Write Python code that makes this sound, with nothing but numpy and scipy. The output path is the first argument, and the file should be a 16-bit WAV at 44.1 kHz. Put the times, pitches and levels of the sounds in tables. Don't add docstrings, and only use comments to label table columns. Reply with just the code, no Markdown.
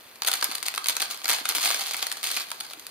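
import sys
import numpy as np
from scipy import signal
from scipy.fft import rfft, irfft
from scipy.io import wavfile

SR = 44100
rng = np.random.default_rng(int(sys.argv[2]) if len(sys.argv) > 2 else 0)


def transcribe(u):
    v = np.clip(np.atleast_2d(u).T, -1, 1)
    q = np.round(v * 32767).astype(np.int16)
    wavfile.write(sys.argv[1], SR, q)


def to_linear_factor(level_db):
    exponent = np.asarray(level_db, float) / 20
    return 10 ** exponent


N = 127890
LEFT_RIGHT = np.array([[1], [-1]])


def two_ports(mid, side, alike):
    return np.sqrt(1 + alike) * mid + np.sqrt(1 - alike) * side * LEFT_RIGHT


# pitch_hz [Hz], width_hz [Hz], level_db [dB], left_over_right_db [dB]
TRAY = [(310, 410, -22.5, 1), (486, 44, -16.5, 15), (784, 113, -5, -3.5), (1306, 440, -5, 1),
        (1649, 135, -3, 9.5), (2248, 550, 0.5, 2.8), (3310, 950, 1.16, 0.5), (4326, 746, 5, 0),
        (6400, 890, -1, -0.5), (8950, 1640, 0, 6), (11800, 2170, -3.5, -4), (14700, 1300, -15.5, 22)]
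# pitch_hz [Hz], share [0-1]
TRAY_LIKENESS = [(350, .97), (700, .6), (4000, .7), (8000, .15)]
CRUNCH_S, CRUNCH_LONGER_LOW = 0.0005, 0.35
TICK_DB, TICK_S = 7, 0.00006
SINGLE_SCATTER_DB, SMALL_SCATTER_DB = 2, 5.5
SMALL_PEAK_HZ, SMALL_PEAK_OCTAVES, SMALL_PEAK_DB = 3830, 0.57, 3


def flakes():
    start_s, flake_db, tilt, small = landings()
    at = np.clip((start_s * SR).astype(int), 0, N - 1)
    scatter_db = np.where(small, SMALL_SCATTER_DB, SINGLE_SCATTER_DB)
    scatter = rng.standard_normal((len(at), len(TRAY)))
    white = rng.standard_normal((2, 2, N))
    out = np.zeros((2, N))
    for k, (hz, width_hz, level_db, pan_db) in enumerate(TRAY):
        octave = max(np.log2(hz / 3000), -1.9)
        peak = np.exp(-(np.log2(hz / SMALL_PEAK_HZ) / SMALL_PEAK_OCTAVES) ** 2)
        mode_db = level_db + small * SMALL_PEAK_DB * peak
        own_db = scatter_db * np.clip(scatter[:, k], -3, 1.4)
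        power = np.bincount(at, to_linear_factor(2 * (flake_db + mode_db + tilt * octave + own_db)), N) + 1e-18

        tick = to_linear_factor(2 * TICK_DB) * signal.lfilter([1], [1, -np.exp(-1 / (TICK_S * SR))], power)
        tau = CRUNCH_S * (3000 / hz) ** CRUNCH_LONGER_LOW * SR
        decay = np.exp(-1 / tau)
        swell = signal.lfilter([np.e / tau], [1, -2 * decay, decay * decay], power)
        crunch = np.sqrt(tick + swell)

        alike = np.clip(np.interp(hz, *np.transpose(TRAY_LIKENESS)), 0, 1)
        mid, side = white[k % 2]
        drive = crunch * two_ports(mid, side, alike) * to_linear_factor(pan_db / 2 * LEFT_RIGHT)
        r = np.exp(-np.pi * width_hz / SR)
        feed = (1 - r * r) / 2 * np.array([1, 0, -1])
        out += signal.lfilter(feed, [1, -2 * r * np.cos(2 * np.pi * hz / SR), r * r], drive)
    return out


# [dB per octave, brightness]
SINGLES = [(0.157, -29.5, -1.5), (0.219, -9.5, -2.5), (0.232, -16.5, 0), (0.247, -11.5, -0.2),
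           (0.263, -19, 2), (0.271, -9, 1.7), (0.276, -9, 1), (0.281, -5.5, -4), (0.284, -10, 3),
           (0.315, -6.5, -0.5), (0.336, -10, 2), (0.338, -10.5, -1), (0.354, -15, -0.5), (0.411, -16, 1),
           (0.425, -5.5, -3.5), (0.442, -11, 6), (0.513, -13.5, -2.1), (0.521, -19, 0), (0.552, -14, 2.7),
           (0.581, -19.5, 0), (0.627, -13, 0.5), (0.659, -15, -4.5), (0.682, -10.5, 1.5), (0.739, -17, 0.8),
           (0.777, -9, -3), (0.842, -18.5, 0.5), (0.858, -10.5, -1.5), (0.868, -17, 4.5), (0.884, -7.5, 3),
           (0.895, -8, 0.1),
           (0.952, -18, -1.5), (0.966, -8.5, -1), (1.003, -10.5, -3.5), (1.018, -8.5, 1), (1.023, -10, -4),
          (1.109, -17, 1.5), (1.243, -12, -0.8), (1.255, -9.5, -1.7), (1.279, -10, 0), (1.288, -7.5, 1),
          (1.295, -6, -0.5), (1.302, -5.5, -0.5), (1.344, -22, -5), (1.454, -9, -1.5), (1.489, -11, 5.5),
          (1.501, -14.5, -2.5), (1.549, -9.5, -1), (1.553, -16.5, 4.5), (1.565, -15, 0.5),
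          (1.582, -11.5, -1.5), (1.614, -13.5, 1.5), (1.618, -22, 2.5), (1.656, -7, -1.5), (1.703, -7, -2),
          (1.711, -11, -1.5), (1.744, -10, -1), (1.765, -22, 2.5),
           (1.909, -12.5, -0.8), (1.918, -25, 4), (1.943, -12.5, -2), (1.966, -28, 8), (2.026, -8.5, -1.5),
        (2.067, -12, 2), (2.098, -27, 3), (2.115, -10.5, -2.5), (2.124, -16.5, 2.5), (2.169, -21, -0.5),
        (2.229, -14, -0.5), (2.314, -16, 2.5), (2.365, -14.5, 2), (2.37, -10, -4), (2.503, -24.5, 2.5),
        (2.515, -14.5, 0), (2.602, -22, 3), (2.606, -15.5, 0.7), (2.708, -23, -4.5), (2.733, -20, 0.5),
        (2.795, -29.5, 5), (2.866, -24.5, 4.5),
           (0.293, -16.5, -4), (0.329, -12, -2), (0.372, -20.5, 2), (0.388, -24, -2), (0.432, -21, 0.4),
        (0.449, -15.5, -3), (0.503, -22, -3), (0.518, -19.5, -3.5), (0.532, -23, -5), (0.549, -20, 2.5),
        (0.632, -22, 2), (0.663, -20, 5), (0.748, -17.5, 0), (0.759, -20.5, 2.7), (0.813, -30, -2),
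        (0.999, -15.5, 2.7), (1.051, -30, 5), (1.1, -27, -7), (1.144, -22.5, 0.5), (1.173, -24.5, 1.5),
        (1.216, -27, -3), (1.269, -23, 2), (1.313, -20, -2), (1.323, -13, -2), (1.332, -19, 4),
        (1.336, -12, -3), (1.364, -18, -2), (1.384, -18.5, -5.5), (1.462, -21.5, -3), (1.495, -14, 0),
        (1.509, -16, -5), (1.521, -18, -2), (1.561, -20, 2), (1.608, -16, 0), (1.638, -13.5, -3.5),
        (1.646, -22, 6), (1.65, -15, 3), (1.661, -15.5, 4), (1.667, -18, 4), (1.675, -12, -2),
        (1.682, -27, 2.7), (1.689, -16, 4.0), (1.722, -18, 1.0), (1.782, -31, 3), (1.793, -17.5, -2.5),
        (1.808, -18, -3), (1.818, -23, 3), (1.866, -22, 4), (1.936, -20, 4.5), (1.991, -19.5, -4),
        (2.018, -21, -1), (2.181, -28, -2), (2.21, -42, -7), (2.238, -20.5, 3.5), (2.241, -21, 6.5),
        (2.27, -20, 3.5), (2.302, -18, -2), (2.353, -29, 5), (2.416, -22.5, 1), (2.486, -31, 1)]
FLAKE_DB, FLIGHT_S = -8, 0.001
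REBOUND_S, REBOUND_DB, REBOUND_DULLER_DB = 0.0025, -11, 2.5
SMALL_PER_S, SMALL_DB, SMALL_TILT_DB = 1540, -14.5, 0.15
SIZE_SPREAD_DB, SIZE_CAP = 3.5, 2.88


def landings():
    s, db, tilt = np.transpose(SINGLES)
    s = np.r_[s, s + REBOUND_S] + FLIGHT_S
    db = np.r_[db, db + REBOUND_DB] + FLAKE_DB
    tilt = np.r_[tilt, tilt - REBOUND_DULLER_DB]

    when, chance, size, hue = rng.random((4, 9000))
    when *= N / SR
    size_db = SIZE_SPREAD_DB * np.minimum(-np.log(size + 1e-9), SIZE_CAP) + SMALL_DB
    unused = chance > SMALL_PER_S * N / SR / len(when)
    small_db = np.interp(when, *flow_db()) + size_db - 200 * unused
    small_tilt = SMALL_TILT_DB + 3 * (hue - 0.5)
    small = np.arange(len(s) + len(when)) >= len(s)
    return np.r_[s, when], np.r_[db, small_db], np.r_[tilt, small_tilt], small


# start_s [s], hold_s [s], level_db [dB]
SHOWERS = [(0.265, 0.013, -25), (0.332, 0.0053, -26.5), (0.485, 0.028, -40), (0.653, 0.027, -31),
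           (0.885, 0.01, -24), (1.012, 0.0077, -29), (1.1, 0.013, -30), (1.235, 0.0064, -35),
           (1.289, 0.049, -22.5), (1.45, .008, -31), (1.373, 0.015, -31), (1.481, 0.021, -27),
           (1.552, 0.018, -24.5), (1.619, 0.051, -23.5), (1.738, 0.017, -30), (1.791, 0.029, -28),
           (1.851, 0.021, -31), (1.93, 0.056, -33.5), (2.018, 0.009, -35.5), (2.022, 0.0069, -33),
           (2.231, 0.078, -27.5), (2.332, 0.076, -31.5), (2.634, 0.014, -38), (2.698, 0.0066, -38)]
# time_s [s], level_db [dB]
TRICKLE = [(0.0, -48.5), (0.26, -54.5), (0.39, -34), (0.73, -44.5), (0.9, -39), (1.05, -38), (1.32, -45.5),
           (1.46, -40), (1.7, -28), (1.91, -34.5), (2.06, -39), (2.17, -40), (2.72, -47), (2.9, -46.5)]
SHOWER_RISE_S, SHOWER_FALL_DB_PER_S = 0.00099, 379


def flow_db():
    t = np.arange(0, N, 32) / SR
    power = to_linear_factor(2 * np.interp(t, *np.transpose(TRICKLE)))
    for start_s, hold_s, level_db in SHOWERS:
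        rise = np.clip((t - start_s) / SHOWER_RISE_S, 0, 1)
        fall_db = SHOWER_FALL_DB_PER_S * np.maximum(t - start_s - hold_s, 0)
        power = power + rise * to_linear_factor(2 * (level_db - fall_db))
    return t, 10 * np.log10(power)


# start_s [s], level_db [dB], pitch_hz [Hz], t60_s [s]
KNOCKS = [(0.282, -44, 467, 0.016), (.284, -15, 1470, 0.015), (.338, -19, 1380, 0.014),
          (0.221, -12, 4600, 0.0075), (.425, -13, 1310, 0.013), (0.49, -19.5, 265, 0.013),
          (0.885, -27, 128, 0.048), (.967, -10.5, 6140, 0.0063), (2.609, -20, 4500, 0.012),
          (2.115, -22, 1910, 0.012), (.777, -13, 1275, 0.012), (1.025, -50, 760, 0.023),
          (1.412, -23, 262, 0.013), (1.566, -32, 310, 0.038), (1.655, -49, 760, 0.022),
          (2.026, -37, 715, 0.048), (2.516, -29.5, 915, 0.015), (2.773, -37, 310, 0.039)]
KNOCK_RISE_CYCLES = 0.69


def knocks():
    out = np.zeros(N + SR)
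    t = np.arange(SR // 4) / SR
    for start_s, level_db, hz, t60_s in KNOCKS:
        i = int(start_s * SR)
        rise = 1 - np.exp(-t * hz / KNOCK_RISE_CYCLES)
        out[i:i + len(t)] += to_linear_factor(level_db - 60 * t / t60_s) * np.sin(2 * np.pi * hz * t) * rise
    return out[:N]


ROOM_DB, ROOM_LOW_HZ, ROOM_GAP_S = -6, 480, 0.00062
ROOM_T60_S, ROOM_HIGH_T60_S, WALL_CUT_HZ = 0.42, 0.14, 2060
ROOM_ALIKE_HZ = 710


def room(x):
    x = signal.lfilter(*signal.butter(2, ROOM_LOW_HZ, "high", fs=SR), x)
    t = np.arange(SR // 2) / SR
    noise = rng.standard_normal((2, len(t)))
    noise[1] += signal.lfilter(*signal.butter(2, ROOM_ALIKE_HZ, fs=SR), noise[0] - noise[1])
    low = signal.lfilter(*signal.butter(1, WALL_CUT_HZ, fs=SR), noise)
    tail = low * to_linear_factor(-60 * t / ROOM_T60_S) + (noise - low) * to_linear_factor(-60 * t / ROOM_HIGH_T60_S)
    tail = tail * np.clip(t / ROOM_GAP_S - 1, 0, 1)
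    tail = tail / np.sqrt(np.sum(tail ** 2) / 2)
    return to_linear_factor(ROOM_DB) * signal.fftconvolve(x[None], tail)[:, :N]


# pitch_hz [Hz], level_db [dB per Hz]
HUSH = [(15, -61), (50, -5), (130, 1), (263, 5.5), (887, 7), (1100, 7), (2690, 5), (7310, -67),
        (9070, -5.5), (16000, -1.5)]
# pitch_hz [Hz], share [0-1]
HUSH_LIKENESS = [(120, 0.2), (290, 0.86), (1400, 0.24), (6000, 0.5)]
HUSH_DB = -51


def hush():
    hz = np.arange(N // 2 + 1) * SR / N + 1
    f, db = np.transpose(HUSH)
    colour = to_linear_factor(np.interp(np.log(hz), np.log(f), db))
    mid, side = rfft(rng.standard_normal((2, N))) * colour
    alike = np.clip(np.interp(hz, *np.transpose(HUSH_LIKENESS)), 0, 1)
    x = irfft(two_ports(mid, side, alike), N)
    return to_linear_factor(HUSH_DB) * x / x.std()


MIC_LOW_HZ, LEFT_LAG_S, LEFT_DB = 268, 0.00005, -0.5


def scene():
    low_cut = signal.butter(3, MIC_LOW_HZ, "high", fs=SR, output="sos")
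    near = signal.sosfilt(low_cut, flakes() + knocks())
    hz = np.arange(N // 2 + 1) * SR / N
    lag = np.exp(-2j * np.pi * hz * LEFT_LAG_S)
    left = irfft(rfft(near[0]) * lag, N) * to_linear_factor(LEFT_DB)
    return np.array([left, near[1]]) + room(near.mean(axis=0)) + hush()


def band_limit(x):
    return signal.sosfilt(signal.butter(12, 16970, fs=SR, output="sos"), x)


CUTOFF_HZ, TOP = 16050, 0.95


def record(dry):
    limited = TOP * np.tanh(dry / TOP)
    finished = signal.sosfilt(signal.cheby2(10, 38, CUTOFF_HZ, fs=SR, output="sos"), limited)
    return band_limit(finished)


dry = scene()
out = record(dry)
transcribe(out)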